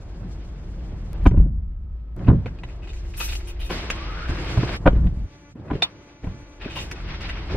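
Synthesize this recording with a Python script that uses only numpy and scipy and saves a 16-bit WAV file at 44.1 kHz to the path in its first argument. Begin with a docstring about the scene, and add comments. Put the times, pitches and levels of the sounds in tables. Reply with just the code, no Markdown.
"""Inside a parked car, street noise leaks in and the cabin booms near 50 Hz; layer levels jump between stretches.
A slam at 1.3 s and a blow at 2.3 s ring thud, panel and latch modes; slams also pump the cabin air.
From 2.4 s a stiff bag crackles (ringing grains) and keys jingle (ringing touches); near 4 s a strap squeaks upward.
A second slam at 4.9 s, then a motor buzzes (sines) around latch clicks; from 6.6 s scuffs, cloth and last knocks.
Two close microphone ports hear the bass alike and the treble in opposition; the slams overload them."""
import sys
import numpy as np
from scipy import signal
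from scipy.fft import rfft, irfft, next_fast_len
from scipy.io import wavfile
from scipy.ndimage import uniform_filter1d

SR = 44100
rng = np.random.default_rng(int(sys.argv[2]) if len(sys.argv) > 2 else 0)


def persist_wave(psi):
    """Save psi, clipped to +-1, as 16-bit WAV."""
    counts = np.round(np.clip(psi, -1, 1) * 32767).astype(np.int16)
    wavfile.write(sys.argv[1], SR, np.atleast_2d(counts).T)


N = 333484


def from_db(db):
    """Amplitude ratio of a level in dB."""
    return 10 ** (np.asarray(db) / 20)


def rms_one(x):
    """Scale to rms 1."""
    return x / np.sqrt(np.mean(x ** 2) + 1e-20)


def shaped(x, spectrum):
    """Filter by a gain in dB, interpolated over log frequency."""
    size = next_fast_len(len(x))
    hz, gain_db = np.transpose(spectrum)
    bin_hz = np.arange(size // 2 + 1) * SR / size
    gain = from_db(np.interp(np.log(bin_hz + 1), np.log(hz + 1), gain_db))
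    return irfft(rfft(x, size) * gain, size)[:len(x)]


def drift(rate_hz):
    """Slow random wander: noise twice through a one-pole low-pass; rms 1."""
    r = np.exp(-2 * np.pi * rate_hz / SR)
    settled = signal.lfilter([1], [1, -2 * r, r * r], rng.standard_normal(N + SR))[SR:]
    return rms_one(settled)


def ring(force, hz, t60_s):
    """Damped resonance: a unit click sets a sine of initial height 1 ringing."""
    r = from_db(-60 / (t60_s * SR))
    w = 2 * np.pi * hz / SR
    return signal.lfilter([0, np.sin(w)], [1, -2 * r * np.cos(w), r * r], force + 1e-18)


def swell(length_s, rise):
    """Envelopes, one row a sound: power-law rise, exponential fall; time constant held to 0.5-30 ms."""
    age = np.arange(SR // 8) / SR / np.clip(length_s, .0005, .03)[:, None]
    return age ** rise * np.exp(-age)


def noise(spectrum, flicker_db, grain_db):
    """Coloured noise of uneven grains; four bands flicker partly together, partly alone; rms 1."""
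    out = 0
    together = drift(15.0)
    edges_hz = np.geomspace(spectrum[1][0], spectrum[-2][0], 5)
    for low, high in zip(edges_hz[:-1], edges_hz[1:]):
        grain_gain = from_db(grain_db * np.minimum(rng.exponential(1, N), 5))
        grains = rng.standard_normal(N) * grain_gain
        band_hz = [low / 1.2, min(high * 1.2, .45 * SR)]
        band = signal.sosfilt(signal.butter(1, band_hz, "band", fs=SR, output="sos"), grains)
        flicker = from_db(flicker_db * (.6 * together + drift(25.0)))
        out = out + rms_one(band) * np.sqrt(high - low) * flicker
    return rms_one(shaped(out, spectrum))


# steady backgrounds: start t/s, relative levels/dB of boom, shudder, street, cloth, hiss,
# sink of boom and shudder / dB per s, sink of the others / dB per s
STRETCH_LEVELS = [(0.0, -31, -43.5, -49, -62, -71.5, -4.5, 0),
                  (1.128, -23.5, -42, -44, -58.5, -73.5, 2, 15), (1.27, -24, -44, -66, -81.5, -99, 4, -7.5),
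                  (2.163, -30.5, -46.5, -51, -64, -76, -3, -3.5),
                  (2.918, -26, -47.5, -53.5, -61, -75, 0, -5), (3.697, -26.5, -40.5, -41, -39.5, -62, 2, 6),
                  (4.28, -27.5, -37, -39, -40.5, -57.5, 1, -5),
                  (4.769, -41, -48, -56.5, -64, -70, -17.5, 4), (5.09, -21, -33, -50, -62.5, -71, 14, 11),
                  (5.262, -48.5, -51, -56.5, -61, -71, 10, 5), (5.525, -59, -48.5, -68, -80, -90, -1, 1),
                  (5.553, -53, -43.5, -51.5, -69.5, -81.5, 0.5, -30),
                  (5.83, -50.5, -50.5, -50, -56, -72.5, 12, 17),
                  (6.23, -40.5, -54, -52.5, -58.5, -71, 12, 2), (6.6, -33.5, -43, -44.5, -51, -73, -6, 2)]


def stretch_at(s):
    """Index of the stretch a moment belongs to."""
    starts_s = np.array(STRETCH_LEVELS)[:, 0]
    return np.maximum(np.searchsorted(starts_s, s, "right") - 1, 0)


def background():
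    """Gains of five steady layers: each stretch starts at its own level and changes evenly in dB."""
    t = np.arange(N) / SR
    now = np.array(STRETCH_LEVELS)[stretch_at(t)].T
    sink_db_per_s = now[[6, 6, 7, 7, 7]]
    return from_db(now[1:6] - sink_db_per_s * (t - now[0]))


def surges(rows, rise_db_per_s, fall_db_per_s):
    """Gains stirred up by events, each within its stretch: even climb in dB to the peak, even fall."""
    t = np.arange(N) / SR
    stretch = stretch_at(t)
    power = 0
    for s, *peak_db in rows:
        before_db = np.outer(rise_db_per_s, np.maximum(s - t, 0))
        after_db = np.outer(fall_db_per_s, np.maximum(t - s, 0))
        level_db = np.array(peak_db)[:, None] - before_db - after_db
        power = power + (stretch == stretch_at(s)) * from_db(level_db) ** 2
    return np.sqrt(power)


# cabin air resonance: f/Hz, relative density/dB
BOOM_SPECTRUM = [(12, -55), (20, -9), (34, -5), (48, -1), (64, -5.5), (91, -19), (100, -42), (130, -37),
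                 (220, -120)]
# floor pan and panels: f/Hz, relative density/dB
SHUDDER_SPECTRUM = [(47, -14.5), (80, 5), (92, 1), (119, -0.5), (178, -3), (290, -20), (380, -46.5),
                    (640, -120)]


def car_body(boom_gain, shudder_gain):
    """Cabin air and floor pan resonate when the car is shaken; the boom's swing is evened out."""
    boom = noise(BOOM_SPECTRUM, 0, 0)
    envelope = np.abs(signal.hilbert(boom, next_fast_len(N))[:N])
    boom = rms_one(boom / (uniform_filter1d(envelope, size=800) + 0.35))
    shudder = noise(SHUDDER_SPECTRUM, flicker_db=1.5, grain_db=-3)
    return from_db(-4.5) * boom_gain * boom + shudder_gain * shudder


# street wash: f/Hz, relative density/dB
STREET_SPECTRUM = [(140, -21.5), (240, -0.5), (325, 6.5), (433, -2), (668, -5.5), (725, -8), (1180, -14),
                   (1700, -18.5), (2210, -24.5), (3740, -120)]
# cloth rustle: f/Hz, relative density/dB
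CLOTH_SPECTRUM = [(820, 3), (1400, -2), (1950, -4.5), (2090, -3), (2700, -6), (4040, -14), (5410, -19.5),
                  (6000, -25.5), (7800, -76.5), (13200, -120)]
# fine hiss, also the bright fringe of the scuffs: f/Hz, relative density/dB
BAG_SPECTRUM = [(2940, 3.5), (5000, -3.5), (6740, -8.5), (7620, -10), (9520, -20.5), (12600, -20.5),
                (15500, -23.5)]


def air(street_gain, cloth_gain, hiss_gain):
    """Smooth street wash, grainy cloth friction and a finer, grainier hiss on top."""
    street = street_gain * noise(STREET_SPECTRUM, flicker_db=0.5, grain_db=1.5)
    cloth = cloth_gain * noise(CLOTH_SPECTRUM, flicker_db=2.0, grain_db=2.5)
    hiss = hiss_gain * noise(BAG_SPECTRUM, flicker_db=3.5, grain_db=4.5)
    return street + cloth + hiss


# car rocks after a blow or under a hand: peak t/s, relative levels/dB of boom, shudder, trim rattle
SHAKE_PEAKS = [(0.24, -38.5, -34, -48), (0.93, -28, -37.5, -52), (1.25, -10.5, -31.5, -49.5),
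               (1.385, -7, -18.5, -40.5), (1.58, -16.5, -36.5, -59.5), (2.22, -38.5, -49, -39),
               (2.31, -20.5, -16.5, -39), (3.3, -24, -55, -57), (3.62, -22, -59.5, -64),
               (3.72, -39, -32, -34), (4.3, -24, -36, -40), (4.44, -27, -33.5, -39),
               (4.58, -34.5, -28, -35.5), (4.73, -31.5, -33.5, -37), (4.89, -13, -26, -34.5),
               (4.97, -10.5, -25, -41), (5.05, -11, -20.5, -42.5), (5.72, -50, -32.5, -38),
               (6.25, -26, -41, -42.5), (6.3, -40, -36.5, -53), (6.8, -32, -39, -49),
               (7.03, -27, -59, -64.5), (7.3, -24, -54.5, -49), (7.56, -21, -37, -31.5)]
# climb before the peak: boom, shudder, trim [dB per s]
SHAKE_CLIMB_DB_PER_S = (195.5, 157, 142)
# fall after the peak: boom, shudder, trim [dB per s]
SHAKE_DROP_DB_PER_S = (128, 106, 144.5)
# cloth and bag are moved: peak t/s, relative levels/dB of cloth, hiss
RUSTLE_PEAKS = [(2.23, -59, -80), (2.96, -69, -64), (3.2, -46.5, -41.5), (3.32, -65.5, -52.5),
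                (3.705, -35, -47), (4.885, -54, -80), (5.74, -50.5, -74), (5.88, -58.5, -86),
                (6.63, -43.5, -82), (6.78, -46.5, -53.5), (6.98, -48, -68), (7.1, -40, -73),
                (7.25, -38.5, -63), (7.37, -41, -66), (7.52, -39, -61)]
RUSTLE_RISE_DB_PER_S, RUSTLE_FALL_DB_PER_S = (237.5, 265), (84, 103.5)   # cloth, hiss
BOOM_WANDER_DB, JUMP_S = 1.4, .01


def noises():
    """Steady and stirred levels add in power; trim rattle is noise of the street wash's colour."""
    steady = background()
    steady[0] *= from_db(BOOM_WANDER_DB * drift(9.9))
    shaken = surges(SHAKE_PEAKS, SHAKE_CLIMB_DB_PER_S, SHAKE_DROP_DB_PER_S)
    rustled = surges(RUSTLE_PEAKS, RUSTLE_RISE_DB_PER_S, RUSTLE_FALL_DB_PER_S)
    gains = np.hypot(steady, [*shaken, *rustled])
    boom, shudder, street, cloth, hiss = uniform_filter1d(gains, size=round(JUMP_S * SR), axis=1)
    return car_body(boom, shudder) + air(street, cloth, hiss)


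# small motor outside, harmonics: f/Hz, relative level/dB
BUZZ_HARMONICS = [(290.7, -56), (576.0, -61.5), (866.7, -62), (1157, -67.5), (1443, -69), (1733, -72.5),
                  (2024, -68.5), (2315, -68), (2600, -77)]
# motor heard: start t/s, end t/s, level/dB
BUZZ_SPANS = [(5.14, 5.528, -6), (5.89, 6.63, -5)]
# faint steady tones: start t/s, end t/s, f/Hz, rms pitch wander/Hz, relative level/dB
FAINT_TONES = [(1.6, 2.156, 1280, 2, -81.5), (2.77, 3.7, 351.8, 12.63, -60.5), (5.2, 5.53, 6067, 12, -85),
               (5.89, 6.6, 6100, 13, -84)]


def tones():
    """Motor harmonics and faint tones are sines with one slight common level waver."""
    t = np.arange(N) / SR
    waver = from_db(1.9 * drift(5.3))
    heard = 0
    for start, end, level_db in BUZZ_SPANS:
        heard = heard + from_db(level_db) * np.clip(np.minimum(t - start, end - t) / 0.026, 0, 1)
    buzz = sum(from_db(db + 5.5) * np.sin(2 * np.pi * hz * t + hz) for hz, db in BUZZ_HARMONICS)
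    out = heard * waver * buzz
    for start, end, hz, width_hz, level_db in FAINT_TONES:
        on = np.clip(np.minimum(t - start, end - t) / 0.022, 0, 1)
        phase = 2 * np.pi * np.cumsum(hz + width_hz * drift(10.9)) / SR
        out += on * waver * from_db(level_db + 10.5) * np.sin(phase)
    return out


# thin dry ticks: t/s, relative level/dB
TICK_CLICKS = [(1.1315, -13.5), (1.244, -19.5), (2.1653, -24), (3.1674, -34), (4.7665, -16), (5.5543, -42)]


def ticks():
    """Single-sample clicks, the same at both ports."""
    out = np.zeros(N)
    for s, level_db in TICK_CLICKS:
        out[round(s * SR)] = from_db(level_db - 13.0)
    return out


# key modes: f/Hz, relative level/dB
KEY_MODES = [(5720, -4), (6460, -20), (7050, -11), (7880, -14), (9120, -3.5), (9440, -9), (9870, -3),
             (10400, -7), (11400, -1), (11650, -3), (12000, -6), (12600, -6), (13900, -6), (15600, 11)]
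# jingles of the bunch: t/s, relative level/dB, time constant/s
KEY_JINGLES = [(3.168, -46.5, .03), (3.222, -49, .025), (3.303, -57, 0.025), (3.35, -60, 0.0082),
               (3.47, -59, 0.011), (3.594, -61, 0.018), (3.64, -60.5, 0.021), (3.7, -63, 0.035),
               (6.75, -60, 0.021), (6.802, -64, 0.017)]
KEY_T60_S, TOUCHES_PER_S = .09, 600


def keys():
    """Uneven touches of metal ring the key modes; every jingle favours other modes."""
    s, level_db, length_s = np.transpose(KEY_JINGLES)
    starts = np.round(s * SR).astype(int)
    shapes = swell(length_s, rise=0.34)
    favour_db = 3.0 * rng.standard_normal((len(s), len(KEY_MODES)))
    out = np.zeros(N + SR)
    for (hz, mode_db), own_db in zip(KEY_MODES, favour_db.T):
        hits = rng.random(shapes.shape) < TOUCHES_PER_S / SR
        touches = hits * rng.standard_normal(shapes.shape) * shapes
        clicks = np.zeros(N + SR)
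        for at, touch, gain in zip(starts, touches, from_db(level_db + mode_db + own_db)):
            clicks[at:at + len(touch)] += gain * touch
        out += ring(clicks, hz, KEY_T60_S)
    return out[:N]


# strap dragged over the seat: t/s, f/Hz, relative level/dB
STRAP_WHISTLE = [(3.93, 1040, -46), (4.03, 1170, -38), (4.17, 1390, -36), (4.25, 1480, -41),
                 (4.34, 1650, -43)]
# side strands of the squeak: pitch ratio, relative level/dB
SIDE_STRANDS = [(.87, -4), (1.14, -8)]


def strap():
    """Friction squeak: as pitch rises it roughens and frays into patchy side strands."""
    first, last = STRAP_WHISTLE[0], STRAP_WHISTLE[-1]
    curve = [(first[0] - .02, first[1], -90), *STRAP_WHISTLE, (last[0] + 0.022, last[1], -90)]
    s, pitch_hz, curve_db = np.transpose(curve)
    t = np.arange(N) / SR
    hz = np.interp(t, s, pitch_hz)
    level_db = np.interp(t, s, curve_db)
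    rough = np.clip((hz - 1100) / 300, .35, 1)
    phase = 2 * np.pi * np.cumsum(hz) / SR
    out = 0
    for ratio, strand_db in [(1, 0.011), *SIDE_STRANDS]:
        # only the main strand keeps a steady part
        clean, share = (.8 + 1.2 * (1 - rough), 1) if ratio == 1 else (0, rough)
        sine_sway = rough * drift(90.0)
        cosine_sway = rough * drift(90.0)
        patchy = from_db(strand_db + 3 * drift(20.0))
        strand = (clean + sine_sway) * np.sin(ratio * phase) + cosine_sway * np.cos(ratio * phase)
        out = out + share * patchy * strand
    return from_db(level_db - 5.5) * out


# handles, seals and stiff bag grasped: t/s, relative level/dB, time constant/s, centre f/Hz, treble/dB
SCUFF_EVENTS = [(1.307, -45, 0.012, 2310, -85), (1.36, -47.5, 0.02, 2400, -84),
                (2.242, -40, .01, 2400, -64.5), (2.268, -34.5, 0.006, 2300, -63.5),
                (2.463, -33, .007, 2200, -68), (2.478, -34, 0.0049, 1500, -71),
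                (2.585, -36.5, 0.004, 2960, -68), (2.679, -42.5, 0.023, 2360, -65),
                (2.82, -43, 0.023, 2600, -79), (2.871, -37.5, 0.0082, 2430, -51.5),
                (2.891, -36.5, 0.01, 2900, -48), (2.928, -40, 0.0095, 2270, -47),
                (2.963, -39, 0.0061, 2680, -77), (3.137, -29, 0.005, 2620, -50),
                (3.178, -34, .006, 2500, -55), (3.196, -22, 0.021, 2520, -29),
                (3.206, -24, 0.007, 1300, -60), (3.277, -28.5, 0.018, 2570, -45),
                (3.286, -27, 0.014, 3620, -55), (3.32, -23.5, 0.0096, 2640, -33.5),
                (3.351, -28.5, 0.0059, 2760, -32.5), (3.397, -35.5, 0.0093, 2260, -61),
                (3.471, -33.5, 0.016, 2770, -42.5), (3.497, -39, 0.0069, 2610, -45),
                (3.593, -32.5, 0.035, 3300, -55), (3.641, -40, 0.034, 2680, -47),
                (4.445, -20, 0.0028, 2200, -65), (4.951, -37.5, 0.0065, 1900, -76),
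                (5.678, -46, 0.013, 2000, -75), (5.748, -38, .006, 3000, -71),
                (5.821, -8, 0.004, 3500, -80), (5.827, -24, 0.0097, 3200, -70),
                (5.836, -28, 0.014, 1150, -75), (6.613, -29.5, 0.0089, 2840, -69),
                (6.644, -30, 0.0073, 2700, -65), (6.678, -29, 0.0054, 1650, -68),
                (6.695, -32, 0.035, 2920, -47), (6.7546, -25, 0.038, 2980, -44),
                (6.762, -25.5, 0.011, 970, -60.5), (6.784, -27, 0.013, 3000, -43),
                (6.838, -39, 0.0024, 2430, -44), (6.913, -27.5, .006, 2000, -61),
                (6.958, -35, .006, 2390, -65), (7, -34, 0.0046, 2200, -65), (7.069, -34.5, 0.01, 2800, -64),
                (7.137, -27.5, 0.006, 2080, -62), (7.206, -25.5, 0.0062, 2320, -40),
                (7.219, -28, 0.0033, 2300, -55), (7.288, -20, 0.0073, 2350, -46.5),
                (7.365, -34, 0.0084, 2300, -62)]
# narrow rings of the bag: f/Hz, relative level/dB
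BAG_MODES = [(930, -2.5), (1590, -6), (1980, -4), (2520, 4.5), (2800, -1), (3600, 2), (4240, -7)]
GRAINS_PER_S = 3000


def scuffs():
    """Dense crackle: broad ring at each grasp's pitch, the bag's rings nearest to it, bright fringe."""
    out = np.zeros(N + SR)
    shapes = swell(np.array(SCUFF_EVENTS)[:, 2], rise=0.52)
    hits = (rng.random(shapes.shape) < GRAINS_PER_S / SR) * rng.standard_normal(shapes.shape)
    grains = hits * from_db(1.5 * np.minimum(rng.exponential(1, shapes.shape), 5))
    bright = signal.butter(2, 5500, "high", fs=SR, output="sos")
    favour_db = 3 * rng.standard_normal((len(shapes), len(BAG_MODES)))
    for event, shape, grain, own in zip(SCUFF_EVENTS, shapes, grains, favour_db):
        s, level_db, _, hz, treble_db = event
        narrow = 0
        for (mode_hz, mode_db), own_db in zip(BAG_MODES, own):
            gain_db = mode_db + own_db - 10.0 * abs(np.log2(mode_hz / hz))
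            narrow = narrow + from_db(gain_db) * ring(grain, mode_hz, 87.0 / mode_hz)
        broad = ring(ring(grain, hz, 0.99 / hz), hz, 10.0 / hz)
        body = from_db(level_db - 3.5) * rms_one(broad + from_db(-10.5) * narrow)
        treble = shaped(signal.sosfilt(bright, grain), BAG_SPECTRUM)[:len(grain)]
        fringe = from_db(treble_db - 6.0) * rms_one(treble)
        at = round(s * SR)
        out[at:at + len(shape)] += shape * (body + fringe)
    return out[:N]


# slammed door pumps the cabin air: start t/s, peak level/dB, length/s
AIR_PUMPS = [(1.266, 3, 0.012), (1.369, 0, 0.016), (1.397, -3, 0.014), (4.873, 0, .014), (5.047, -4, .016)]


def pumps():
    """Each slam's over-pressure is one smooth sine-squared pulse."""
    t = np.arange(N) / SR
    out = 0
    for s, level_db, length_s in AIR_PUMPS:
        out = out + from_db(level_db) * np.sin(np.pi * np.clip((t - s) / length_s, 0, 1)) ** 2
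    return out


CABIN_T60_S, CABIN_DB = 0.095, -11


def cabin(x):
    """The padded cabin answers with a short dense decaying tail, thin in the bass."""
    tail = rng.standard_normal(SR // 4) * from_db(-60 * np.arange(SR // 4) / SR / CABIN_T60_S)
    tail = tail / np.sqrt(np.sum(tail ** 2))
    tail = signal.sosfilt(signal.butter(1, 400, "high", fs=SR, output="sos"), tail)
    return x + from_db(CABIN_DB) * signal.fftconvolve(x, tail)[:N]


def strike(out, times_s, forces, modes, level_at, choke=1):
    """Add every blow's ringing of each mode; a mode feels only its own range of the force."""
    for hz, mode_db, t60_s in modes:
        rings = ring(ring(forces, hz, 1.74 / hz), hz, t60_s) * choke
        level_db = level_at(hz) + mode_db + rng.normal(0, 1.0, len(times_s))
        gains = from_db(level_db) / np.abs(rings).max(axis=1)
        for at, gain, shape in zip(np.round(times_s * SR).astype(int), gains, rings):
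            out[at:at + len(shape)] += gain * shape


# blows on door, lid and latch: t/s, relative levels/dB of thud, panel ring, clank, crack,
# strongest thud f/Hz, strongest ring f/Hz
BLOW_EVENTS = [(0.918, -25, -33.5, -58, -60, 62, 260), (1.254, -14, -12.5, -22, -39, 70, 284),
               (1.26, -12.5, -4, -12.5, -27, 178.5, 273), (1.265, -14.5, -29, -47, -33, 62, 300),
               (1.31, -2, -21.5, -35.5, -53.5, 62.3, 355), (1.337, -22.5, -19, -38, -66, 60.8, 370),
               (1.37, -16, -19.5, -39, -60, 62, 260), (1.398, -13, -22, -55, -69.5, 61.5, 262),
               (1.438, -13.5, -43.5, -72, -70.5, 61, 264), (1.458, -24.5, -24.5, -59, -76, 166.6, 259),
               (2.19, -45, -32, -47, -51.5, 62.7, 286), (2.274, -32, -33.5, -30, -45, 179, 399),
               (2.281, -8.5, -3, -16.5, -35, 125, 270), (2.296, -24, -13, -24.5, -44.5, 180, 275),
               (2.309, -22, -13.5, -26.5, -54, 175, 330), (2.325, -23, -18, -32.5, -57, 181, 330),
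               (2.343, -20.5, -17.5, -53.5, -72, 119, 326), (2.457, -19, -27.5, -33, -35.5, 62, 520),
               (2.633, -20, -35, -39.5, -37, 62, 370), (3.701, -27, -31, -26, -33, 62, 443),
               (3.9, -53, -45, -37, -20.5, 62, 541), (4.289, -14.5, -29, -45, -55, 70.6, 331),
               (4.572, -12, -36.5, -26, -50.5, 120.7, 280), (4.628, -20, -16.5, -24.5, -34.5, 92.8, 335),
               (4.69, -38.5, -26, -27, -31, 62, 303), (4.856, -29, -8, -12.5, -38, 177, 280),
               (4.861, -27, 0, -8.5, -28.5, 177, 495), (4.871, -15.5, -3, -7.5, -22.5, 62, 490),
               (4.878, -18.5, -29.5, -35, -50, 54.6, 301), (4.926, -28.5, -20.5, -48.5, -48.5, 77, 263),
               (4.959, -11.5, -26, -42, -53.5, 61.7, 350), (5.04, -14, -28, -48, -57, 55, 380),
               (5.067, -25, -33, -40, -45, 78, 265), (5.552, -44.5, -32.5, -59, -78, 172, 267),
               (5.595, -37, -30.5, -61, -64, 145, 314), (5.7, -35.5, -26.5, -24.5, -48, 161, 284),
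               (5.708, -29, -15.5, -24.5, -40, 97, 307), (5.73, -29, -17, -38, -47, 180, 247),
               (5.75, -33, -19.5, -54, -47, 180, 290), (5.82, -43, -43, -24, -25, 183, 455),
               (6.24, -50, -25, -47, -46.5, 62, 303), (6.268, -27.5, -27.5, -38, -50, 148, 296),
               (6.655, -50, -21.5, -50, -48, 180, 350), (6.911, -57, -39, -51, -31.5, 67, 283),
               (7.518, -36, -27, -39, -54, 163, 334), (7.542, -28, -18.5, -36, -48, 120, 406)]
# thud modes: f/Hz, relative level/dB, t60/s
THUD_MODES = [(49.1, -11, 0.072), (81, -3.5, 0.08), (124.5, 4, 0.12), (181.7, 3.5, 0.14), (244, -4, 0.023)]
# panel modes, first six ring, the rest clank: f/Hz, relative level/dB, t60/s before the choke
PANEL_MODES = [(270, -1, .06), (313, 0.5, 0.067), (348, 0, 0.083), (399, -4, 0.043), (544, 4.5, 0.088),
               (615, -9.5, 0.023), (720, -3.5, .03), (787, -1.5, 0.035), (946, -6.5, 0.054),
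               (1000, -0.5, 0.027), (1167, -4.5, 0.016), (1388, -7, 0.027)]
# latch modes: f/Hz, relative level/dB, t60/s
LATCH_MODES = [(1730, -6, 0.014), (1950, -5, 0.012), (2337, 10.5, 0.0064), (2780, 7.5, 0.0029),
               (2950, 8.5, 0.0033), (3660, -5, 0.022), (5100, -1, 0.0037), (5940, 4.5, 0.0015),
               (8120, -8.5, 0.0056), (11800, -11, 0.00067)]
RATTLE_S, CRACK_S = 0.0031, 0.0015   # time constants
CRACK_TILT_DB_PER_OCTAVE, TILT_PER_DB = -10.5, 0.627   # brighter the more crack stands over clank
SEAL_AFTER_S, SEAL_DB_PER_S = .011, 1500.5   # the rubber seal then chokes the panels


def blows():
    """Swelling contact rattles and a soft push excite body modes; where a blow lands favours some."""
    s, thud_db, ring_db, clank_db, crack_db, thud_hz, centre_hz = np.transpose(BLOW_EVENTS)
    tilt_db = CRACK_TILT_DB_PER_OCTAVE + TILT_PER_DB * (crack_db - clank_db)
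    size = (len(s), SR // 8)
    rattles = rng.standard_normal(size) * swell(np.full(len(s), RATTLE_S), rise=1.09)
    cracks = rng.standard_normal(size) * swell(np.full(len(s), CRACK_S), rise=2.4)
    pushes = np.zeros((len(s), SR // 3))
    pushes[:, :SR // 200] = np.hanning(SR // 200)   # 5 ms
    choke = from_db(-SEAL_DB_PER_S * np.maximum(np.arange(SR // 8) / SR - SEAL_AFTER_S, 0))

    def ring_level(hz):
        return ring_db - 3.5 - 20.9 * np.abs(np.log2(hz / centre_hz))

    def clank_level(hz):
        return clank_db - 4.0

    def thud_level(hz):
        return thud_db - 13.3 * np.abs(np.log2(hz / thud_hz))

    def crack_level(hz):
        return crack_db - 9.5 + tilt_db * np.log2(hz / 2500)

    out = np.zeros(N + SR)
    strike(out, s, rattles, PANEL_MODES[:6], ring_level, choke)
    strike(out, s, rattles, PANEL_MODES[6:], clank_level, choke)
    strike(out, s, pushes, THUD_MODES, thud_level)
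    strike(out, s, cracks, LATCH_MODES, crack_level)
    return out[:N]


# port difference: f/Hz, opposed minus common part/dB
PORT_DIFFERENCE = [(30, -27), (60, -24), (110, -14), (200, -18), (380, -16), (700, -8.5), (1290, -4.5),
                   (2380, -2), (4400, 5.5), (8120, 10), (15000, 11)]


def scene():
    """Seats and glass scatter (all-pass chain) what differs between ports; knocks differ less."""
    diffuse = noises() + scuffs() + keys() + strap() + tones()
    knocks = cabin(blows())
    scattered = diffuse + from_db(-3.5) * knocks
    for lag, share in ((23, .6), (61, .6), (113, .55), (197, .5)):   # lag in samples
        gap = np.zeros(lag - 1)
        scattered = signal.lfilter(np.r_[-share, gap, 1], np.r_[1, gap, -share], scattered)
    common = diffuse + knocks + pumps() + ticks()
    opposed = shaped(scattered, PORT_DIFFERENCE)
    return np.array([common + opposed, common - opposed])


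RUMBLE_CUT_HZ, TOP_STOP_HZ = 25.5, 16000


def record(dry):
    """Deepest bass is lost, slams are squeezed against a soft ceiling, the top is cut."""
    heard = signal.sosfilt(signal.butter(2, RUMBLE_CUT_HZ, "high", fs=SR, output="sos"), dry)
    squeezed = heard / (1 + np.abs(heard) ** 6) ** (1 / 6)
    top_cut = signal.cheby2(16, 70, TOP_STOP_HZ, fs=SR, output="sos")
    return np.clip(signal.sosfilt(top_cut, 1.05 * squeezed), -1, 1)


dry = scene()
out = record(dry)
persist_wave(out)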